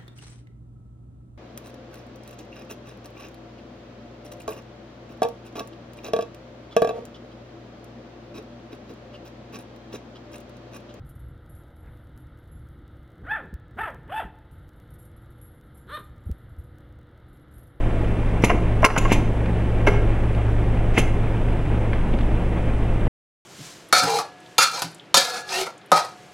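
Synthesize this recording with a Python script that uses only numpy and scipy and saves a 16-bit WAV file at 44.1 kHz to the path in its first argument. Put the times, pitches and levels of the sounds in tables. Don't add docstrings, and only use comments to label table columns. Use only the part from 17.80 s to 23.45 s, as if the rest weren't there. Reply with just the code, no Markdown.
import sys
import numpy as np
from scipy import signal
from scipy.fft import rfft, irfft
from scipy.io import wavfile
from scipy.ndimage import uniform_filter1d

SR = 44100
rng = np.random.default_rng(int(sys.argv[2]) if len(sys.argv) > 2 else 0)


def int16_out(signal):
    q = np.round(np.clip(np.atleast_2d(signal).T, -1, 1) * 32767)
    wavfile.write(sys.argv[1], SR, q.astype(np.int16))


N = 249165
CUT_S = 5.281
AIR_LEAD_S = .04

# f/Hz, rms level/dB, waver/share of the amplitude
HUM_TONES = [(6.866, -31.5, 0.59), (21.216, -26.5, 0.17), (22.2, -31, .3), (29.7, -29, 0.13),
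             (30.996, -30, .2), (57.9, -26, 0.28), (108.67, -26.5, 0.18), (108.5, -42, 1),
             (117.9, -39.5, 1), (147.9, -41.5, 0.43), (173.8, -39.5, .5), (170.3, -42.5, 0.13),
             (225.5, -45.5, .2)]
# f/Hz, rms level/dB
WHINE_TONES = [(8629, -78), (10471, -90.5), (10551, -83.5), (10632, -86.5), (10713, -75), (10756, -86),
               (10794, -72), (10877, -87)]
# f/Hz, relative level/dB
FAN_SPECTRUM = [(12, -3), (37, 6.5), (50, -4.5), (125, -1.5), (200, -2.5), (300, -3.5), (700, -11),
                (1250, -21), (2350, -24), (3400, -33.5), (4400, -45.5), (7600, -47.5), (8600, -43),
                (10500, -54.5), (15500, -58)]
# f/Hz, side level against mid/dB
FAN_WIDTH = [(100, -64), (350, -66), (1400, -28.5), (2800, -30), (6000, -12), (8600, -13.5), (12000, -5)]
# t/s, thump gain/dB, hiss gain/dB, hose gain/dB, hiss t60/s,
# leak against hiss/dB, whistle f/Hz, whistle against hiss/dB
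VALVE_CUES = [(0.6378, 0.5, -15, -32.5, 0.05, -35.5, 10200, -18.5),
              (1.1754, -7, -14.5, -30, 0.02, -19, 6750, -11),
              (1.3183, -3.5, -17.5, -22.5, 0.057, -7, 10000, -25),
              (3.1773, -3, -18, -22.5, 0.068, -7.5, 10500, -21.5)]
# f/Hz, relative level/dB
EXHAUST_SPECTRUM = [(150, 15), (700, 8), (1600, -3.5), (2200, 6), (2800, 5), (3400, -2.5), (4500, -10.5),
                    (6600, -1), (8700, -11.5), (10100, -2), (12300, -13.5), (14000, -9.5), (16000, -29.5),
                    (18000, -49)]
# f/Hz, relative level/dB
FRAME_SPECTRUM = [(80, -7.5), (350, 7), (1000, 6.5), (1500, 0.5), (1750, -4), (2100, 7), (2500, -2),
                  (2850, -2.5), (3500, -15.5), (4500, -13.5), (6000, -5), (8000, -12.5), (10000, 1),
                  (12500, -7.5), (14300, -0.5), (17000, -18)]
# f/Hz, relative level/dB, t60/s
FRAME_MODES = [(420, -4, .11), (700, -8, .1), (1052, 0, .07), (1338, -5, .09), (1610, -2, .06),
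               (2125, -7, .04), (2407, -12, .05), (2563, -13, .05), (2829, -6, .036), (4910, -24, .05),
               (5389, -20, .04), (5945, -10, .035), (9681, -5, .04)]
# t/s, level/dB, t60/s
SOLENOID_CUES = [(0.622, -37, .04), (1.022, -37, .04), (2.066, -33.5, .12)]
# f/Hz, relative level/dB, t60/s
BOOM_MODES = [(135.8, -9, 0.088), (203, -17, .07), (330, -7.5, 0.042), (434, -26, 0.013), (566, -26, 0.027)]
# note/dB, graze/dB, rebound/dB, hall send/dB
SLIDE_CUES = [(0.7005, -14.5, 1900, 702, -2.5, -8, -7.5, -13.5),
              (1.0299, -13, 1330, 640, 4, -27, -20, -14.5), (1.048, 0, 5100, 1052, -7, -8, -5, -19),
              (1.163, -13.5, 1910, 1485, -7.5, -15, -20, -25.5),
              (1.2535, -20, 1830, 1093, 1, -10.5, -14, -15),
              (2.0712, -13.5, 2980, 2184, -5.5, -11.5, -5.5, -10.5)]
# t/s, level/dB, note f/Hz, hall send/dB
PANEL_CUES = [(0.746, -22.5, 170, -3), (2.078, -15, 401, -5.5), (4.337, -18.5, 242.5, -8.5)]
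# t/s, level/dB, treble corner f/Hz
TICK_CUES = [(1.087, -19, 1600), (1.102, -17.5, 1930), (1.658, -35, 2610), (2.549, -43, 3500),
             (4.132, -29, 2370), (4.337, -38, 3200), (4.388, -39, 3340), (4.409, -40, 3360)]
# f/Hz, t60/s
HALL_DECAY = [(250, .9), (700, .72), (2000, .47), (5000, .44), (9500, .4), (15000, .27)]
# f/Hz, side level against mid/dB
HIT_WIDTH = [(100, -59.5), (700, -41.5), (2800, -20), (6000, -10), (12000, -21)]
# f/Hz, phase/rad
PORT_LEAD = [(150, .001), (500, 0.0067), (1500, 0.19), (2700, 0.49), (6000, 0.69), (8700, 1.27),
             (13000, 1.8)]


def amp(db):
    return 10 ** (np.asarray(db) / 20)


def unit_rms(x):
    return x / np.sqrt(np.mean(x ** 2) + 1e-20)


def unit_hit(x):
    return x / np.sqrt(np.sum(x ** 2) / (SR / 100) + 1e-20)


def decay(t, t60):
    return np.exp(-np.log(1000) * t / t60)


def curve(points, hz):
    f, value = np.transpose(points)
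    return np.interp(np.log(hz + 1), np.log(f + 1), value)


def add(mix, s, sound):
    part = mix[round(s * SR):][:len(sound)]
    part += sound[:len(part)]


def noise(spectrum, size):
    gain = amp(curve(spectrum, np.fft.rfftfreq(size, 1 / SR)))
    return unit_rms(irfft(rfft(rng.standard_normal(size)) * gain, size))


def drift(rate_hz):
    hz = np.fft.rfftfreq(N, 1 / SR)
    hz = hz[hz < 20]
    slow = (rng.standard_normal(len(hz)) + 1j * rng.standard_normal(len(hz))) / (1 + (hz / rate_hz) ** 2)
    slow[0] = 0
    wander = irfft(slow, 2048)
    return unit_rms(np.interp(np.linspace(0, len(wander) - 1, N), np.arange(len(wander)), wander))


def eq(x, db_of, size=4096):
    log_gain = np.log(amp(db_of(abs(np.fft.fftfreq(size, 1 / SR)))) + 1e-6)
    taps = np.fft.ifft(np.exp(np.conj(signal.hilbert(log_gain)))).real[:size // 2]
    return signal.fftconvolve(x, taps)[:len(x)]


def ring(modes, t):
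    return sum(amp(db) * decay(t, t60) * np.sin(2 * np.pi * hz * t) * rng.choice([-1, 1])
               for hz, db, t60 in modes)


def drives(waver_hz=2.1):
    t, hum = np.arange(N) / SR, np.zeros(N)
    for hz, db, depth in HUM_TONES:
        waver = 1 + depth * (drift(waver_hz) + 1j * drift(waver_hz)) / np.sqrt(2)
        hum += amp(db) * np.real(waver * np.exp(2j * np.pi * (hz * t + rng.random())))
    whine = sum(amp(db) * np.cos(2 * np.pi * (hz * t + rng.random())) for hz, db in WHINE_TONES)
    return np.sqrt(2) * (hum + whine)


def fans(level_db=-26, flutter_db=-0.88, shaft_hz=27.9, throb_depth=0.06, body_hz=3800):
    t, hz = np.arange(N) / SR, np.fft.rfftfreq(N, 1 / SR)
    air, side_air = noise(FAN_SPECTRUM, N), noise(FAN_SPECTRUM, N)
    body = irfft(rfft(air) / (1 + (hz / body_hz) ** 8), N)
    throb = 1 + throb_depth * np.cos(2 * np.pi * shaft_hz * t)
    flutter = amp(flutter_db * drift(rate_hz=18))
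    mid = air + body * (flutter * throb - 1)
    side = irfft(rfft(side_air) * amp(curve(FAN_WIDTH, hz)), N)
    return amp(level_db) * np.array([mid, side])


def feeder(grains=508, level_db=-51, t60=.03, band_hz=(900, 2900)):
    t, rustle = np.arange(SR // 10) / SR, np.zeros(N)
    for when, size in rng.random((grains, 2)):
        add(rustle, when * CUT_S, size * rng.standard_normal(len(t)) * decay(t, t60))
    chute = signal.butter(4, band_hz, "bandpass", fs=SR, output="sos")
    return amp(level_db) * unit_rms(signal.sosfilt(chute, rustle))


def valves(air_send_db=-13, thump_send_db=-12, spool_db=-14.5):
    for s, thump_db, hiss_db, hose_db, *hiss_shape in VALVE_CUES:
        spool = clack(thump_db + spool_db, corner_hz=2540, bass_db=-2, t60=0.014,
                      modes_db=-26, note_hz=2140, note_db=-11.5)
        yield s, amp(thump_db) * thump() + spool, thump_send_db
        air = amp(hiss_db) * hiss(*hiss_shape) + amp(hose_db) * hose()
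        yield s - AIR_LEAD_S, air, air_send_db


def hiss(t60, leak_db, whistle_hz, whistle_db, open_s=0.007, hold_s=0.011, leak_s=0.03,
         drain_db=-15, width_hz=380, dull_hz=4500):
    t = np.arange(SR // 2) / SR - AIR_LEAD_S
    after, hz = np.maximum(t, 0), np.fft.rfftfreq(len(t), 1 / SR)
    opening = 1 - np.exp(-after / open_s)
    resonance = 1 / (1 + ((hz - whistle_hz) / width_hz) ** 2)
    whistle = unit_rms(irfft(rfft(rng.standard_normal(len(t))) * resonance, len(t)))
    jet = noise(EXHAUST_SPECTRUM, len(t))
    blast = opening * decay(np.maximum(t - hold_s, 0), t60) * (jet + amp(whistle_db) * whistle)
    slow_air = irfft(rfft(jet) / (1 + (hz / dull_hz) ** 2), len(t))
    leak = amp(leak_db) * np.exp(-abs(t) / leak_s)
    drain = amp(drain_db) * opening * decay(after, t60=0.26)
    return blast + (leak + drain) * slow_air


def hose(start_hz=2100, end_hz=2750, glide_s=0.011, width_hz=480, swell_s=0.011, t60=0.13):
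    t = np.arange(SR // 2) / SR - AIR_LEAD_S
    hz = np.fft.fftfreq(len(t), 1 / SR)
    white = rng.standard_normal(len(t)) + 1j * rng.standard_normal(len(t))
    flutter = np.fft.ifft(white / (1 + (hz / width_hz) ** 2) ** 1.2)
    pitch_hz = start_hz + (end_hz - start_hz) * (1 + np.tanh(t / glide_s)) / 2
    rush = unit_rms((flutter * np.exp(2j * np.pi * np.cumsum(pitch_hz) / SR)).real)
    return rush * np.exp(np.minimum(t, 0) / swell_s) * decay(np.maximum(t, 0), t60)


def solenoids(send_db=-3):
    for s, level_db, t60 in SOLENOID_CUES:
        snap = clack(level_db, corner_hz=5720, bass_db=-6.5, t60=t60,
                     modes_db=-26, note_hz=5740, note_db=-12.5)
        yield s, snap, send_db


def clack(level_db, corner_hz, bass_db, t60, modes_db, note_hz, note_db, note_t60=0.071, rise_s=0.001):
    t = np.arange(SR // 3) / SR
    chatter = rng.standard_normal(len(t)) * decay(t, t60)
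    body = unit_hit(eq(chatter, lambda f: curve(FRAME_SPECTRUM, f)))
    frame = body + amp(modes_db) * unit_hit(ring(FRAME_MODES, t))
    struck = eq(frame, lambda f: bass_db / (1 + (f / 800) ** 2) - 10 * np.log10(1 + (f / corner_hz) ** 5))
    note = unit_hit(np.sin(2 * np.pi * note_hz * t) * decay(t, note_t60))
    attack = 1 - np.exp(-t / rise_s)
    return amp(level_db) * unit_hit((unit_hit(struck) + amp(note_db) * note) * attack)


def thump(swing_s=.0007, boom_db=-2, rebound_db=-6, rebound_s=0.0046):
    t = np.arange(SR // 3) / SR
    u = t / swing_s
    swing = -1.9 * u * (1 - u / 2.2) * np.exp(-u ** 2 / 4)
    punch = swing + amp(boom_db) * ring(BOOM_MODES, t) * (1 - np.exp(-u / 2))
    add(punch, rebound_s, amp(rebound_db) * swing)
    return punch


def slides(graze_ahead_s=.0043, rebound_after_s=.01):
    for s, level_db, corner_hz, note_hz, note_db, graze_db, rebound_db, send_db in SLIDE_CUES:
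        graze = clack(level_db + graze_db, corner_hz=2900, bass_db=-7.5, t60=0.017,
                      modes_db=-10.5, note_hz=2770, note_db=-5.5)
        blow = clack(level_db, corner_hz, bass_db=-12.5, t60=0.037,
                     modes_db=-8, note_hz=note_hz, note_db=note_db)
        rebound = clack(level_db + rebound_db, corner_hz, bass_db=-4.5, t60=0.049,
                        modes_db=-8, note_hz=429, note_db=-2)
        yield s - graze_ahead_s, graze, send_db
        yield s, blow, send_db
        yield s + rebound_after_s, rebound, send_db


def panels():
    for s, level_db, note_hz, send_db in PANEL_CUES:
        thud = clack(level_db, corner_hz=530, bass_db=10, t60=.2,
                     modes_db=-20, note_hz=note_hz, note_db=4, note_t60=0.035)
        yield s, thud, send_db


def ticks(send_db=-13, t60=0.046, low_cut_hz=700):
    t = np.arange(SR // 4) / SR
    for s, level_db, corner_hz in TICK_CUES:
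        contact = rng.standard_normal(len(t)) * decay(t, t60)
        tap = eq(contact, lambda f: -10 * np.log10(1 + (f / corner_hz) ** 10)
                 - 10 * np.log10(1 + (low_cut_hz / (f + 1)) ** 2))
        yield s, amp(level_db) * unit_hit(tap), send_db


def hall(x, build_s=0.015):
    hz, t, bands = signal.stft(rng.standard_normal(SR), SR, nperseg=256)
    tail = signal.istft(bands * decay(t, curve(HALL_DECAY, hz)[:, None]), SR, nperseg=256)[1]
    tail *= 1 - np.exp(-np.arange(len(tail)) / SR / build_s)
    return signal.fftconvolve(x, tail / np.linalg.norm(tail))[:N]


def scatter(x, t60=0.038):
    t = np.arange(SR // 10) / SR
    echoes = rng.standard_normal(len(t)) * decay(t, t60)
    width = amp(curve(HIT_WIDTH, np.fft.rfftfreq(N, 1 / SR)))
    return irfft(rfft(x) * rfft(echoes / np.linalg.norm(echoes), N) * width, N)


def microphone(mid, side):
    lag = np.exp(-.5j * curve(PORT_LEAD, np.fft.rfftfreq(N, 1 / SR)))
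    return irfft(np.array([rfft(mid + side) * lag, rfft(mid - side) / lag]), N)


def scene():
    hits = np.zeros(N)
    for source in slides, solenoids, ticks, panels, valves:
        for s, sound, send_db in source():
            add(hits, s, sound)
            add(hits, s, amp(send_db) * hall(sound))
    fan_mid, fan_side = fans()
    return microphone(hits + feeder() + drives() + fan_mid, scatter(hits) + fan_side)


def record(dry, ceiling_db=0.0, release_db_per_s=65, fade_s=.003, high_cut_hz=15850):
    t = np.arange(N) / SR
    peak_db = 20 * np.log10(abs(dry).max(0) + 1e-9)
    release_db = t * release_db_per_s
    held_db = np.maximum.accumulate(peak_db + release_db) - release_db
    duck_db = uniform_filter1d(np.maximum(held_db - ceiling_db, 0), size=16)
    limited = np.clip(dry / amp(duck_db), -1, 1)
    gate = np.clip(np.minimum(t, CUT_S - t) / fade_s, 0, 1)
    low_pass = signal.firwin(511, high_cut_hz, window=("kaiser", 9), fs=SR)
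    return signal.oaconvolve(limited * gate, low_pass[None], "same")


dry = scene()
out = record(dry)
int16_out(out)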